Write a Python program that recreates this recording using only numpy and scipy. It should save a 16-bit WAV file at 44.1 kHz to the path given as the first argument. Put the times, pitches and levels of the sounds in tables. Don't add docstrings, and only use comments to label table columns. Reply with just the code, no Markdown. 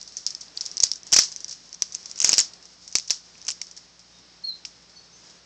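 import sys
import numpy as np
from scipy import signal
from scipy.fft import rfft, irfft
from scipy.io import wavfile
from scipy.ndimage import uniform_filter1d, minimum_filter1d

SR = 44100
rng = np.random.default_rng(int(sys.argv[2]) if len(sys.argv) > 2 else 0)


def unload_audio(sound):
    columns = np.transpose(np.atleast_2d(sound))
    steps = np.round(np.clip(columns, -1, 1) * 32767)
    wavfile.write(sys.argv[1], SR, steps.astype(np.int16))


def magnitude_from_level(level_db):
    exponent = np.asarray(level_db, float) / 20
    return 10 ** exponent


N = 240609


def level(x, db):
    return x * magnitude_from_level(db) / np.sqrt(np.mean(x ** 2))


def colour(x, points):
    hz, db = np.transpose(points)
    grid = np.linspace(1, SR / 2, 1025)
    log_gain = np.interp(np.log(grid), np.log(hz), db) * np.log(10) / 20
    cepstrum = irfft(log_gain)
    cepstrum[1:1024] *= 2
    cepstrum[1025:] = 0
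    response = irfft(np.exp(rfft(cepstrum)))
    return signal.fftconvolve(x, response)[:len(x)]


def band(x, hz, width_hz):
    return signal.lfilter(*signal.iirpeak(hz, hz / width_hz, fs=SR), x)


def walk(rate_hz):
    hold = int(SR / rate_hz)
    steps = np.repeat(rng.standard_normal(N // hold + 1), hold)
    return 1.3 * uniform_filter1d(uniform_filter1d(steps, hold), hold)[:N]


def grains(shape, spread_db):
    size = np.minimum(rng.exponential(size=shape), 5)
    return rng.standard_normal(shape) * magnitude_from_level(spread_db * size)


def decay(t, t60):
    return np.exp(-np.log(1000) * t / t60)


def ring(t, hz, t60, rise):
    return (1 - np.exp(-t / rise)) * decay(t, t60) * np.sin(2 * np.pi * hz * t)


def wire_ring(hz, t60, detune):
    t = np.arange(900) / SR
    first = ring(t, hz, t60, 0.11 * t60)
    second = 0.55 * ring(t, hz * (0.86 + 0.38 * detune), 0.6 * t60, 0.08 * t60)
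    wire = first + second
    return wire / np.abs(wire).max() + 0.45 * ring(t, 7400, 0.0014, 0.0001)


def horn_knock(high, low):
    t, t60 = np.arange(900) / SR, 0.0036
    return ring(t, 2100 + 1200 * high, t60, 0.00038) + 0.24 * ring(t, 800 + 500 * low, t60, 0.00037)


# (time to peak [s], share [ratio])
THUMP_PULSES = [(0.00025, 0.84), (0.0009, 0.15)]


def low_thump(peak_db, vary):
    t = np.arange(900) / SR
    push_sum = sum(share * t / push * np.exp(1 - t / push) for push, share in THUMP_PULSES)
    return magnitude_from_level(-17 + 0.85 * peak_db + 1.33 * vary) * push_sum


def bar_buzz(shake, hz, body_db):
    bright = band(band(shake, hz, 2000), 5220, 1600)
    dull = band(shake, 1900, 2200)
    return bright + magnitude_from_level(body_db - 6.5) * dull


# (time [s], peak level [dB], ring pitch [Hz], cage share [dB])
CLIMBING = [(0.0136, -32.5, 4720, -1.5), (0.0288, -29.5, 5830, -20), (0.0765, -32, 5670, -2),
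            (0.1228, -33.5, 5430, -5), (0.1693, -18.5, 6080, -5.5), (0.1741, -35, 5740, -19),
            (0.2653, -9.5, 5390, -10.5), (0.2739, -23.5, 5100, -8), (0.3058, -20.5, 5400, -9),
            (0.3498, -18.5, 5270, -13), (0.409, -33, 6160, -10.5), (0.412, -24, 5560, -3),
            (0.4826, -35, 4730, -16), (0.5687, -37, 7040, -7), (0.5743, -16, 4660, -12.5),
            (0.6095, -14, 5430, -7), (0.6551, -23, 5260, -5), (0.6616, -18.5, 5440, -8),
            (0.7146, -25, 5600, -6.5)]
# (time [s], peak level [dB], ring pitch [Hz], cage share [dB])
GRIPPING = [(0.7702, -14.5, 5860, -14), (0.7797, -16, 5100, -18), (0.803, -6.5, 5560, -17.5),
            (0.807, -25, 4940, -18), (0.8258, -15, 6000, -13), (0.8334, -8, 5500, -7.5),
            (0.8354, -5, 6480, -11), (0.8372, 0, 6660, -21), (0.8389, -3.5, 4920, -27),
            (0.8442, -17, 6300, -23), (0.851, -21, 5600, -21), (0.868, -21.5, 5070, -14),
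            (0.9162, -8.5, 5380, -17), (0.928, -32, 5570, -4), (0.9356, -21, 5630, -19),
            (0.957, -31, 5850, 0), (1.0326, -30, 5750, -21), (1.068, -35, 6500, 2.5),
            (1.0749, -30.5, 5430, -14)]
# (time [s], peak level [dB], ring pitch [Hz], cage share [dB])
TUGGING = [(1.1205, -16, 5840, -7), (1.1274, -1, 5580, -8), (1.1341, 0.5, 5830, -9),
           (1.1401, -10.5, 5470, -3), (1.1431, -6.5, 6000, -13.5), (1.1615, -19, 6400, -16),
           (1.1636, 3, 5620, -6), (1.1684, -8, 4670, -17), (1.1872, 4, 5660, -5.5), (1.1917, -2, 5830, -24),
           (1.1974, -22, 6060, -17), (1.2075, -14, 5500, -9), (1.236, -17, 5400, -4.5)]
# (time [s], peak level [dB], ring pitch [Hz], cage share [dB])
STEPPING = [(1.318, -29.5, 6260, 0), (1.3247, -26.5, 5120, -11), (1.3622, -18.5, 5940, -11.5),
            (1.4048, -29, 5860, -2.5), (1.4445, -21.5, 5800, -20), (1.4455, -19.5, 5550, -18),
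            (1.481, -32.5, 5450, 3.5), (1.4944, -32, 5800, 1), (1.5108, -28.5, 5530, 2),
            (1.5264, -25, 5550, -4.5), (1.6924, -37, 5800, -24), (1.7289, -24, 5650, -17),
            (1.7431, -31, 5650, -26), (1.7466, -25.5, 5900, -23), (1.8219, -4, 5760, -17),
            (1.8279, -23, 5400, -22), (1.9228, -34.5, 6000, 4), (1.9458, -23, 5440, -26),
            (1.9498, -14, 6060, -17), (1.9569, -29, 6240, -8), (2.0298, -33, 5600, -22),
            (2.0578, -26.5, 5650, -2.5), (2.0977, -30, 5740, -5), (2.114, -21.5, 5570, -17)]
# (time [s], peak level [dB], ring pitch [Hz], cage share [dB])
SETTLING = [(2.158, -38, 5570, 5), (2.1758, -32, 5830, -13), (2.1787, -27.5, 5650, -3),
            (2.189, -24.5, 6650, -16), (2.2025, -9, 6180, -13.5), (2.2167, -10, 5560, -36.5),
            (2.2212, -15.5, 6330, -19), (2.2258, -17, 6640, -3.5), (2.2404, -18, 6100, -18),
            (2.2451, -2, 6360, -3), (2.2745, -13.5, 6630, -17), (2.2813, -20, 5670, -7),
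            (2.2926, 0, 6600, -17), (2.2967, -16.5, 4870, -10), (2.3192, -9.5, 6230, -12.5),
            (2.331, 2.5, 5410, -19), (2.3388, -7, 5540, -5.5), (2.3463, -22.5, 5700, -21),
            (2.3732, -19, 5950, -3), (2.3814, -0.5, 5480, -7), (2.3905, -7, 7370, -43.5),
            (2.3944, -7.5, 5250, -7), (2.398, -17, 4940, -11.5), (2.402, -8, 6830, -19),
            (2.41, -11.5, 5630, -11), (2.535, -34.5, 4830, -3), (2.6262, -39.5, 5400, -0.5),
            (2.6547, -36.5, 5730, -3)]
# (time [s], peak level [dB], ring pitch [Hz], cage share [dB])
BITING = [(2.8782, -27, 5600, -7.5), (2.915, -34, 5740, -13), (2.9265, -27, 5940, -7),
          (2.9538, 0.5, 5830, -27), (2.9566, -7.5, 4930, -8.5), (2.962, -16.5, 5670, -8),
          (2.9693, -16, 6200, -15), (2.9853, -12, 6000, -20), (2.9982, -19, 5130, -22),
          (3.077, -29, 5730, -14), (3.0803, -28.5, 5840, -2), (3.099, -18, 4130, -5),
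          (3.106, -3.5, 5440, -10), (3.1093, -13, 5900, -9)]
# (time [s], peak level [dB], ring pitch [Hz], cage share [dB])
GNAWING = [(3.354, -43, 2550, -8), (3.379, -41.5, 5800, -1), (3.4163, -29.5, 5600, -23),
           (3.4265, -33, 5560, -19), (3.4508, -34, 6200, -3.5), (3.468, -24.5, 5970, -13),
           (3.482, -15.5, 5800, -8.5), (3.4861, -14.5, 5900, -8.5), (3.4907, -16.5, 5080, -9),
           (3.5038, -16, 5700, -29), (3.511, -22.5, 7300, -22), (3.516, -25, 5500, -21),
           (3.5188, -22.5, 5300, -17), (3.6154, -18.5, 5700, -32), (3.6167, -17.5, 5570, -10),
           (3.6688, -34.5, 5600, -2.5), (3.7126, -31.5, 5650, -5.5), (3.7663, -31.5, 5700, -3.5),
           (3.7752, -27.5, 5420, -7.5), (3.9935, -41.5, 5800, 1), (4.187, -42, 5900, -3),
           (4.651, -21.5, 5050, -8), (4.6519, -30.5, 2870, -23), (4.6542, -25, 5700, -17),
           (4.895, -56.5, 5160, 13.5), (5.297, -54.5, 3370, 17)]
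# (ring t60 [ms], knock re ring [dB], knock change per blow level [dB/dB])
CONTACTS = [
    (5.14, -22, -.4),
    (4, -21.5, 0.07),
    (5, -17, 0.4457),
    (4.1, -16.5, 0),
    (3.93, -10.5, 0.07),
    (3.04, -14.5, 0.26),
    (4.04, -9, 0.5),
]


def ticks():
    usual_blow_db, bounce_s, bounce_db = -20, 0.0059, -16.5
    direct, buzz, feed = np.zeros((3, N + SR))
    t = np.arange(SR // 8) / SR
    buzz_fade = decay(t, 0.03) * (1 - np.exp(-t / 0.00015))
    rattle = grains(N + SR, spread_db=5.5)
    actions = [CLIMBING, GRIPPING, TUGGING, STEPPING, SETTLING, BITING, GNAWING]
    for action, (ring_ms, knock_db, slope) in zip(actions, CONTACTS):
        for s, peak_db, hz, cage_db in action:
            chance = rng.random(4)
            body_db = knock_db + slope * (peak_db - usual_blow_db)
            wire = wire_ring(hz, ring_ms / 1000, chance[0])
            knock = magnitude_from_level(body_db + 5.5) * horn_knock(chance[1], chance[3])
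            thud = low_thump(peak_db, chance[2])
            hit = int((s - 0.0003) * SR)
            bounce = hit + int(bounce_s * (0.32 + chance[3]) * SR)
            direct[hit:hit + len(wire)] += magnitude_from_level(peak_db + 2.5) * (wire + knock + thud)
            direct[bounce:bounce + len(wire)] += magnitude_from_level(peak_db + bounce_db) * wire
            shake = buzz_fade * rattle[hit:hit + len(t)]
            buzz[hit:hit + len(t)] += magnitude_from_level(peak_db + cage_db - 2) * bar_buzz(shake, hz, body_db)
            feed[hit] = magnitude_from_level(peak_db + cage_db) ** 2
    return direct[:N], buzz[:N], feed[:N]


# (time [s], rubbing level [dB], weight shifting on perch and tray [dB])
RUBBING = [(0.0, -49.5, -59), (0.26, -49.5, -60.5), (0.41, -54.5, -55), (0.77, -51, -53),
           (0.91, -76, -63.5), (1.17, -38.5, -50.5), (1.37, -52, -56), (1.81, -52.5, -65.5),
           (1.96, -48.5, -58), (2.17, -50.5, -57), (2.26, -35, -42), (2.31, -29, -39), (2.45, -59.5, -52.5),
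           (2.95, -49.5, -68.5), (3.4, -53.5, -57.5), (4.151, -58.5, -62.5), (5.07, -56, -61.5),
           (5.46, -60, -59)]
# (frequency [Hz], gain [dB])
CAGE_COLOUR = [(100, -29), (1000, -12), (2500, -12), (3800, -3.5), (5400, 12), (7000, -1.5), (9000, -17),
               (22000, -34.5)]


def scrape():
    ruffle_s, ruffle_db, plumage_db = 5.27, 6.5, -8.5
    s, wire_db, creak_db = np.transpose(RUBBING)
    t = np.arange(N) / SR
    slips = grains((3, N), spread_db=2.5) * magnitude_from_level(1.5 * walk(60))
    slips = slips * magnitude_from_level(ruffle_db * np.exp(-((t - ruffle_s) / 0.09) ** 2))
    wire = level(colour(slips[0], CAGE_COLOUR), 0)
    plumage = level(band(slips[1], 1700, 2400), 0)
    creak = band(slips[2], 180, 210) + band(slips[2], 310, 170) + 0.27 * band(slips[2], 533, 200)
    low = magnitude_from_level(plumage_db) * plumage + level(creak, 0)
    return magnitude_from_level(np.interp(t, s, wire_db)) * wire + magnitude_from_level(np.interp(t, s, creak_db)) * low


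# (time [s], pitch [Hz], level [dB])
LONG_SQUEAK = [
    (4.438, 4250, -38),
    (4.45, 4316, -27),
    (4.465, 4250, -38),
    (4.495, 4170, -28.5),
    (4.515, 3990, -40),
    (4.528, 3880, -42.5),
    (4.535, 3600, -61),
]
# (start [s], length [s], pitch [Hz], peak level [dB])
PEEPS = [
    (4.131, .065, 3725, -58),
    (6.3, .08, 6090, -60),
    (4.958, .04, 4450, -44.5),
    (4.957, .06, 6080, -54),
    (5.117, 0.09, 6210, -54),
]
# (delay [s], level [dB])
ECHOES = [(0.022, -22), (0.036, -18)]


def squeaks():
    attack_s, edge_db, sag_hz = 0.017, -21, 72
    t, out = np.arange(N) / SR, np.zeros(N)
    calls = [LONG_SQUEAK]
    for s, length, hz, db in PEEPS:
        start = (s, hz - sag_hz / 2, db + edge_db)
        end = (s + length, hz - sag_hz, db + edge_db)
        calls.append([start, (s + attack_s, hz, db), end])
    for call in calls:
        s, hz, db = np.transpose(call)
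        phase = 2 * np.pi * np.cumsum(np.interp(t, s, hz)) / SR
        swell = uniform_filter1d(np.interp(t, s, magnitude_from_level(db), left=0, right=0), size=200)
        out += np.sqrt(2) * swell * np.sin(phase)
    lag = np.arange(SR // 2) / SR
    tail = magnitude_from_level(-33.5) * rng.standard_normal(len(lag)) * decay(lag, 0.25) * (lag > 0.01)
    echoes = sum(magnitude_from_level(db) * np.roll(out, int(delay * SR)) for delay, db in ECHOES)
    return out + signal.fftconvolve(out, tail)[:N] + echoes


def room(feed):
    t60_s, fill_s, room_db = 0.22, 0.0012, -12.5
    keep = np.exp(-2 * np.log(1000) / (t60_s * SR))
    fill = np.exp(-1 / (fill_s * SR))
    energy = signal.lfilter([1 - fill], np.convolve([1, -keep], [1, -fill]), feed)
    noise = level(colour(rng.standard_normal(N), CAGE_COLOUR), 0)
    return magnitude_from_level(room_db) * np.sqrt(np.abs(energy)) * noise


# (frequency [Hz], density [dB per Hz])
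HUSH_COLOUR = [(15, -37), (30, -21.5), (50, -15), (150, -6), (500, -10.5), (3000, -14), (5200, -6),
               (7300, -27), (8300, -28), (9300, -62.5), (22000, -120)]
# (multiple [ratio], level [dB])
HUM_PARTIALS = [(1, -71), (2, -76), (3, -68.5)]


def hush():
    hum_hz, air_db = 58.4, -56.5
    air = colour(rng.standard_normal(N), HUSH_COLOUR) * magnitude_from_level(1.0 * walk(7.7))
    phase = 2 * np.pi * np.cumsum(hum_hz * (1 + 0.0063 * walk(3.0))) / SR
    hum = sum(magnitude_from_level(db + 2.0 + 0.58 * walk(11.0)) * np.sin(k * phase) for k, db in HUM_PARTIALS)
    return level(air, air_db) + hum


# (frequency [Hz], gain [dB])
PORT_COLOUR = [(100, -15), (1500, -1), (3500, 0.5), (4700, 0), (5500, -1.5), (7000, 2.5), (8000, 0.5),
               (8800, -13.5), (9600, -94), (22000, -110)]


def scene():
    direct, buzz, feed = ticks()
    cage = direct + buzz + room(feed) + scrape() + squeaks()
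    return (colour(cage, PORT_COLOUR) + hush())[None]


def low_pass(x):
    return signal.sosfilt(signal.butter(12, 16950, fs=SR, output="sos"), x)


def record(dry):
    limit, top, bottom, lopsided, knee = 0.92, 0.73, 0.7, 0.2, 0.63
    loudest = -minimum_filter1d(-np.abs(dry), size=24)
    gain = uniform_filter1d(np.minimum(1, limit / (loudest + 1e-9)), size=24)
    flat = np.clip(dry * gain, -bottom, top)
    flat = flat + lopsided * np.maximum(np.abs(flat) - knee, 0)
    mix = signal.sosfilt(signal.butter(14, 15300, fs=SR, output="sos"), flat)
    return low_pass(mix)


dry = scene()
out = record(dry)
unload_audio(out)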